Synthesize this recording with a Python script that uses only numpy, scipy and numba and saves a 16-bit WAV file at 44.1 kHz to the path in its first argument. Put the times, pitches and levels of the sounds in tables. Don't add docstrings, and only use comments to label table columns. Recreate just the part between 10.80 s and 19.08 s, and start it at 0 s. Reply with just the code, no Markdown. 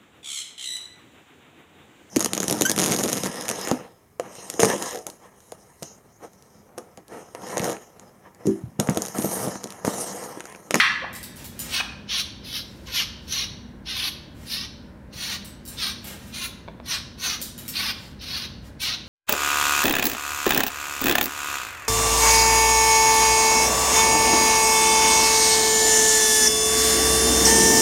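import sys
import numpy as np
from scipy import signal
from scipy.fft import rfft, irfft
from scipy.io import wavfile
from numba import njit

SR = 44100
rng = np.random.default_rng(int(sys.argv[2]) if len(sys.argv) > 2 else 0)


def file_out(sig):
    cols = np.atleast_2d(sig).T
    lim = np.clip(cols, -1, 1)
    pcm = np.round(lim * 32767).astype(np.int16)
    wavfile.write(sys.argv[1], SR, pcm)


N = 365148
TIME = np.arange(N) / SR

# start t/s, end t/s, crest position (share of length), crest effort level/dB,
# lead-in level/dB under the crest, sag to the end level/dB,
# throaty low part level/dB re effort, airy top level/dB re effort, airy change start to end level/dB,
# throat f/Hz, beak f/Hz, beak level/dB, edge whistle f/Hz, its level/dB, upper whistle f/Hz, its level/dB
HISS_GESTURES = [ (0.888, 1.003, 0.55, -26, 25, 2, -10.5, -7, -9, 3220, 5270, -7, 8800, 8, 12500, -9),
                 (1.287, 1.407, 0.42, -25.5, 12.5, -0.5, -15.5, -15.5, 11, 3360, 5450, -3, 9200, 9, 12700, 4),
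                 (1.642, 1.806, 0.83, -30.5, 8.5, 6.5, -16, -10.5, 2, 3830, 5200, 6.5, 10300, 9, 13100, 12),
                 (2.066, 2.229, 0.67, -23.5, 17, 4.5, -13.5, -12.5, -7, 3060, 5670, 4, 9400, 13, 12300, 24.5),
                 (2.475, 2.644, 0.36, -27, 17, 2.5, -14, -11.5, -7, 4000, 5630, 7, 9600, 5, 12000, 6),
                 (3.054, 3.287, 0.16, -29.5, 33, -0.5, -13, -12.5, 11, 3760, 5160, 1, 9900, 7, 11100, 14),
                 (3.659, 3.853, 0.34, -30, 26, 4, -14, -9, -18, 4080, 5060, 6.5, 9400, 3, 11100, 8),
                 (4.331, 4.556, 0.47, -32.5, 10.5, -0.5, -8.5, -6.5, -4.5, 4200, 5650, -4, 8700, -2, 12100, -7),
                 (4.976, 5.122, 0.45, -27, 9.5, 7.5, -9, -10.5, -2, 3850, 5330, 6, 8700, 9, 12100, 4),
                 (5.535, 5.676, 0.83, -31, 6, 8.5, -8.5, -5.5, 8, 4040, 6300, -13, 9600, 13, 12900, 11),
                 (6.054, 6.19, 0.5, -27.5, 16.5, 10, -7.5, -8.5, -5, 4400, 5480, 8, 9300, 14, 12400, 8),
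                 (6.379, 6.557, 0.38, -26, 26.5, 6.5, -8, -6, -6, 4720, 5840, 4, 9600, -2, 12800, 0),
                 (6.938, 7.11, 0.3, -27.5, 8.5, 0.5, -8, -10, -1, 3730, 5090, 9, 9350, 9, 12900, 12),
                 (7.411, 7.655, 0.58, -29.5, 7.5, 6.5, -11, -12, -3, 4400, 5140, 3, 9100, 0, 12800, 5),
                 (7.999, 8.147, .26, -26.5, 30, 2, -12, -11.5, -18, 4160, 5200, -4, 8350, -3, 12300, -16)]
# f/Hz, level/dB per Hz
THROAT_COLOUR = [(400, -18), (700, -14.5), (1000, -6.5), (1800, -2), (2200, -1.5), (2700, 2), (4400, 5),
                 (4900, -3), (6000, -0.5), (7000, -8.5), (7900, -17), (9300, -10), (14300, -15),
                 (15600, -11)]
# f/Hz, width f/Hz, level/dB
SCREAM_RESONANCES = [(1100, 240, -8), (1740, 220, 1), (2024, 250, 1), (2550, 360, -5), (3340, 430, -8.5),
                     (4340, 460, -11.5), (5650, 270, -14), (9900, 6500, -28.5)]
# start t/s, length t/s, first pitch f/Hz, last pitch f/Hz, level/dB, brightness cutoff f/Hz
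CROAK_NOTES = [(0.219, 0.022, 519, 593, -32.5, 1200), (0.24, 0.0136, 550, 1290, -33, 1210),
               (2.07, 0.051, 541, 488, -41, 3600)]
# start t/s, level/dB before the common lift,
# body level/dB re that (values above 0 act as 0), skid decay t/s
CLAW_TICKS = [(0.3297, -39.5, 2, 0.007), (0.3513, -31, 0.5, 0.0058), (0.4297, -30.5, -2, 0.0046),
              (0.56, -38, -13, 0.013), (0.644, -33, -4, 0.0087), (0.792, -20.5, -15, 0.0061),
              (4.647, -34.5, -1, 0.0043), (4.8526, -34.5, -21, 0.0069), (4.877, -29.5, -27, 0.0081),
              (5.2438, -33, 4, 0.0056), (5.272, -33.5, -1, 0.0065), (5.471, -45, -23, 0.006),
              (6.6155, -20, -36, 0.004), (6.779, -33.5, 13, 0.0078), (6.8526, -43, 2, 0.0069),
              (6.88, -24.5, -8.5, 0.0077)]
# f/Hz, level/dB, t60 t/s before the foot's damping
WIRE_MODES = [(3860, -5, 0.3), (4950, -19, .1), (6750, -21, .25), (6860, -8, .16), (8150, -1, 0.2),
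              (8400, -22, .3), (10040, -21, .3), (10800, -14, .1), (11300, -19, 0.17), (12700, -16, .12),
              (13660, -20, .3)]
# f/Hz, level/dB per Hz
CRACK_COLOUR = [(700, -33), (1500, -3.5), (4000, 0.5), (7000, -4), (9000, -1.5), (11500, -0.5), (14000, -2),
                (15800, -6)]
# middle t/s, half length t/s, level/dB
WING_RUSTLES = [(0.609, 0.05, -43.5), (0.886, 0.11, -40.5), (1.98, 0.24, -57), (2.448, 0.047, -60),
                (3.637, 0.075, -49.5), (6.608, 0.0085, -40), (4.928, 0.063, -46.5), (5.29, 0.056, -41),
                (5.453, 0.13, -50), (5.797, 0.042, -72), (6.813, 0.024, -48), (6.918, 0.018, -49),
                (7.226, 0.086, -51), (7.86, 0.028, -50), (8.27, .015, -56)]
# f/Hz, level/dB per Hz
FEATHER_COLOUR = [(300, 3), (900, -1.5), (2500, -0.5), (5000, -5), (7500, -6.5), (10000, -8), (15800, -12)]
# start t/s, level/dB, ring length (factor on the body's t60)
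KNOCK_HITS = [(5.879, -34, 0.89), (5.8844, -28.5, 0.78), (6.0008, -31, 0.28)]
# f/Hz, level/dB, t60 t/s before the ring-length factor
KNOCK_MODES = [(657, 0, 0.039), (970, 2, 0.023), (1510, -5, 0.014), (2250, -6, 0.019), (3450, -7, 0.013)]
# f/Hz, level/dB per Hz
RUMBLE_COLOUR = [(12, -77), (20, -14), (35, -19.5), (59, 0), (91, -4), (206, -7), (260, -9.5), (323, -11.5),
                 (373, -16), (409, -17.5), (608, -17.5), (665, -25), (1080, -23), (1160, -67), (1500, -28),
                 (1950, -67), (3300, -120)]
# f/Hz, rms level/dB before the swell
RUMBLE_HUMS = [(64, -67), (200, -54), (236, -53)]
# t/s, level/dB
RUMBLE_SWELL = [(0, -4), (1.2, -1), (2.8, 1), (4.3, 0), (5.2, 0), (6.6, 0), (7.3, 1.5), (7.8, 4),
                (8.28, -1)]
# f/Hz, level/dB per Hz
AIR_COLOUR = [(400, -13), (900, -4.5), (1600, 4), (3000, -11.5), (6000, -19.5), (10000, -21), (15800, -25)]
# f/Hz, t60 t/s, level/dB
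ROOM_RING = [(300, 0.46, -4), (930, 0.6, 2.5), (1950, 0.82, -4.5), (4020, 0.57, 1.5), (6000, 0.53, 1),
             (8750, 0.36, 0.5), (15000, 0.21, 4)]


def hisses(echo, rise_s=0.0099, fall_s=0.0074):
    out = np.zeros(N)
    t = TIME[:SR // 3] - .04
    for gesture in HISS_GESTURES:
        start_s, end_s, crest, crest_db, lead_db, sag_db, *colour = gesture
        throaty_db, airy_db, airy_change_db, *mouth = colour
        length_s = end_s - start_s
        effort = blowing(t, length_s, crest, crest_db, lead_db, sag_db)
        past_middle = np.clip(t / length_s, 0, 1) - .5
        throaty = throaty_db + 4.5 * past_middle
        airy = airy_db + airy_change_db * past_middle

        jet = noise(THROAT_COLOUR, len(t))
        jet = jet * from_db(1.46 * drift(300, len(t)))
        jet = flutter(jet, depth=.8, period_s=.0026, slide=.07)
        voice = mouth_resonances(jet, effort, mouth)

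        low = rms_one(butter(voice, 1940, "low", order=4)) * from_db(throaty)
        beak_hz = mouth[1]
        middle = rms_one(butter(voice, [2150, 1.166 * beak_hz], "band", order=4))
        top = rms_one(butter(voice, 7430, "high", order=4)) * from_db(airy)

        swell = np.exp(np.minimum(t - rise_s / 2, 0) / rise_s)
        valve = swell * np.exp(-np.maximum(t - length_s, 0) / fall_s)
        hiss = (middle + swell * (low + top)) * from_db(effort) * valve
        hiss = np.pad(hiss, (0, SR // 2))
        add(out, start_s + t[0], in_room(hiss, echo, wet_db=-8.0, wall_db=-11))
    return out


def blowing(t, length_s, crest, crest_db, lead_db, sag_db):
    push_s = 0.048
    crest_s = crest * length_s
    push = np.exp(-(np.minimum(t - crest_s, 0) / push_s) ** 2)
    spent = np.clip((t - crest_s) / (length_s - crest_s), 0, 1)
    waver_db = 1.0 * drift(34.3, len(t))
    return crest_db - lead_db * (1 - push) - sag_db * spent + waver_db


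def flutter(x, depth, period_s, slide):
    lag = period_s * SR * (1 + slide * drift(44.96, len(x)))
    at = np.arange(len(x))
    return x + depth * np.interp(at - lag, at, x)


def mouth_resonances(jet, effort, mouth):
    throat_hz, beak_hz, beak_db, edge_hz, edge_db, upper_hz, upper_db = mouth
    peaks = [(throat_hz, 450, -4.0), (beak_hz, 450, beak_db),
             (edge_hz, 650, edge_db), (upper_hz, 1000, upper_db)]
    opening = 0.0027 * (effort - effort.max() + 3)
    voice = jet
    for hz, width_hz, db in peaks:
        centre_hz = hz * (1 + opening + 0.046 * drift(22.1, len(jet)))
        gain = from_db(db + 2.4 * drift(45.3, len(jet)))
        voice = voice + gain * resonance(jet, centre_hz, width_hz)
    return voice


def scream(echo, level_db=-9.5, stop_s=0.0045, release_s=0.0039, pitch_hz=390, jitter=.13, breath=0.55):
    lead = SR // 8
    t = (np.arange(SR + lead) - lead) / SR
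    cycles = np.cumsum(pitch_hz * (1 + jitter * drift(500, len(t)))) / SR
    clicks = np.diff(np.floor(cycles), prepend=0)
    pulses = rms_one(clicks * from_db(5.7 * drift(200, len(t))))
    source = pulses + breath * rng.standard_normal(len(t))

    voice = np.zeros(len(t))
    for k, (hz, width_hz, db) in enumerate(SCREAM_RESONANCES):
        polarity = (-1) ** k
        voice += polarity * from_db(db) * resonance(source, hz, width_hz)
    voice = butter(voice, 790, "high", order=8)
    voice = rms_one(butter(voice, 6400, "low", order=1))

    call = from_db(level_db) * voice * np.exp(-np.maximum(t - stop_s, 0) / release_s)
    out = np.zeros(N)
    add(out, 0, in_room(call, echo, wet_db=-5, wall_db=-11.5)[lead:])
    return out


def squeak(start_s=1.001, length_s=0.011, pitch_hz=2570):
    t = TIME[:SR // 20]
    pitch = pitch_hz * (1 + 0.026 * drift(400, len(t)))
    tone = rms_one(np.sin(2 * np.pi * np.cumsum(pitch) / SR))
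    growl = rms_one(butter(rng.standard_normal(len(t)), [750, 1900], "band"))
    shape = np.minimum(t / 0.0011, 1) / (1 + (t / length_s) ** 12)
    low_note = rms_one(resonance(rng.standard_normal(len(t)), 1570, 70)) * np.hanning(len(t))
    out = np.zeros(N)
    add(out, start_s, from_db(-21) * shape * (tone + from_db(-6) * growl))
    add(out, start_s - .033, from_db(-33) * low_note)
    return out


def croaks(jitter=0.046):
    out, t = np.zeros(N), TIME[:SR // 10]
    for s, length_s, first_hz, last_hz, db, bright_hz in CROAK_NOTES:
        glide = np.interp(t, [0, length_s], [first_hz, last_hz])
        pitch = glide * (1 + jitter * drift(300, len(t)))
        phase = 2 * np.pi * np.cumsum(pitch) / SR
        harmonics = sum(np.cos(k * phase) for k in range(1, 10))
        note = rms_one(butter(harmonics, bright_hz, "low", order=4))
        arch = np.sqrt(np.abs(np.sin(np.pi * np.minimum(t / length_s, 1))))
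        add(out, s, from_db(db) * note * arch)
    return out


def claws(lift_db=2.5, ring_db=-17, longest_ring_s=.28, bite_s=0.0016, snap_db=8, snap_s=0.00086):
    out, t = np.zeros(N), TIME[:SR // 2]
    for s, peak_db, body_db, skid_s in CLAW_TICKS:
        grit = from_db(4.5 * np.clip(drift(1560, len(t)), -1.5, 1.5))
        skid = noise(CRACK_COLOUR, len(t)) * np.exp(-t / skid_s) * grit
        bar = 1 + 0.0202 * rng.standard_normal()
        ring = np.zeros(len(t))
        for hz, db, t60 in WIRE_MODES:
            strength_db = db + rng.normal(0, 3)
            decay_db = 60 * t / min(t60, longest_ring_s)
            ring += from_db(strength_db - decay_db) * np.sin(2 * np.pi * hz * bar * t)
        tick = (skid + from_db(ring_db) * ring) * (1 - np.exp(-t / bite_s))
        tick = tick + from_db(snap_db) * noise(CRACK_COLOUR, len(t)) * np.exp(-t / snap_s)
        body = butter(tick, 3100, "low") * from_db(min(body_db, 0))
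        add(out, s, from_db(peak_db + lift_db) * (butter(tick, 6000, "high") - body))
    return out


def wings(grain_db=1.5):
    swell = sum(from_db(db) * np.exp(-((TIME - s) / half_s) ** 2) for s, half_s, db in WING_RUSTLES)
    return swell * noise(FEATHER_COLOUR, N) * from_db(grain_db * drift(300, N))


def knocks():
    out, t = np.zeros(N), TIME[:SR // 8]
    for s, db, ring in KNOCK_HITS:
        thud = np.zeros(len(t))
        for hz, mode_db, t60 in KNOCK_MODES:
            thud += from_db(mode_db - 60 * t / (t60 * ring)) * np.sin(2 * np.pi * hz * t)
        add(out, s, from_db(db) * thud)
    return butter(out, 4500, "low", order=4)


def background(rumble_db=-43.5, air_db=-59, waver=0.58):
    rumble = from_db(rumble_db) * butter(noise(RUMBLE_COLOUR, N), 1380, "low", order=4)
    for hz, db in RUMBLE_HUMS:
        tone = np.sin(2 * np.pi * hz * TIME + drift(5.4, N))
        rumble = rumble + from_db(db) * rms_one(tone * (1 + waver * drift(7, N)))
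    swell = from_db(np.interp(TIME, *np.transpose(RUMBLE_SWELL)))
    deepest = butter(rumble, 130, "low", order=1)
    return rumble + (swell - 1) * deepest + from_db(air_db) * noise(AIR_COLOUR, N)


def room_echo(build_s=0.0042):
    t, edges = TIME[:SR], np.geomspace(150, 19000, 15)
    knots, t60s, levels = np.transpose(ROOM_RING)
    echo = np.zeros(SR)
    for low, high in zip(edges, edges[1:]):
        log_centre = np.log(low * high) / 2
        t60 = np.interp(log_centre, np.log(knots), t60s)
        db = np.interp(log_centre, np.log(knots), levels)
        band = butter(rng.standard_normal(SR), [low, high], "band")
        echo += band * from_db(db - 60 * t / t60)
    echo = echo * (1 - np.exp(-t / build_s))
    return echo / np.sqrt(np.sum(echo ** 2))


def in_room(x, echo, wet_db, wall_db):
    response = from_db(wet_db) * echo
    response[0] += 1
    for lag_s in rng.uniform(.002, .014, 5):
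        response[round(lag_s * SR)] += from_db(wall_db)
    return signal.fftconvolve(x, response / np.sqrt(np.sum(response ** 2)))[:len(x)]


def from_db(db):
    return 10 ** (np.asarray(db) / 20)


def rms_one(x):
    return x / np.sqrt(np.mean(x ** 2) + 1e-20)


def at_hz(points, hz):
    knots, values = np.transpose(points)
    return np.interp(np.log(hz + 1e-9), np.log(knots), values)


def noise(spectrum, size):
    hz = np.fft.rfftfreq(size, 1 / SR)
    gain = from_db(at_hz(spectrum, hz)) * np.minimum(hz / spectrum[0][0], 1) ** 2
    return rms_one(irfft(rfft(rng.standard_normal(size)) * gain, size))


def drift(rate, size):
    steps = np.arange(size) * rate / SR
    return rms_one(np.interp(steps, np.arange(size), rng.standard_normal(size)))


def butter(x, hz, kind, order=2):
    return signal.sosfilt(signal.butter(order, hz, kind, fs=SR, output="sos"), x)


def resonance(x, hz, width_hz):
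    angle = 2 * np.pi * hz / SR * np.ones(len(x))
    return moving_resonance(x, angle, np.exp(-np.pi * width_hz / SR))


@njit
def moving_resonance(x, angle, r):
    y = np.zeros(len(x))
    for i in range(2, len(x)):
        drive = (1 - r * r) / 2 * (x[i] - x[i - 2])
        y[i] = drive + 2 * r * np.cos(angle[i]) * y[i - 1] - r * r * y[i - 2]
    return y


def add(track, s, sound):
    start = round(s * SR)
    track[start:start + len(sound)] += sound[:len(track) - start]


def scene():
    echo = room_echo()
    notes = in_room(squeak() + croaks(), echo, wet_db=-6.0, wall_db=-24.0)
    cage = in_room(claws(), echo, wet_db=5.5, wall_db=-6.5)
    feathers = in_room(wings(), echo, wet_db=-1.0, wall_db=-5.0)
    bumps = in_room(knocks(), echo, wet_db=-9.5, wall_db=-18)
    mix = hisses(echo) + scream(echo) + notes + cage + feathers + bumps + background()
    return mix[None]


def record(dry):
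    top_cut = signal.ellip(12, .1, 90, 15750, fs=SR, output="sos")
    return signal.sosfilt(top_cut, np.tanh(dry))


dry = scene()
out = record(dry)
file_out(out)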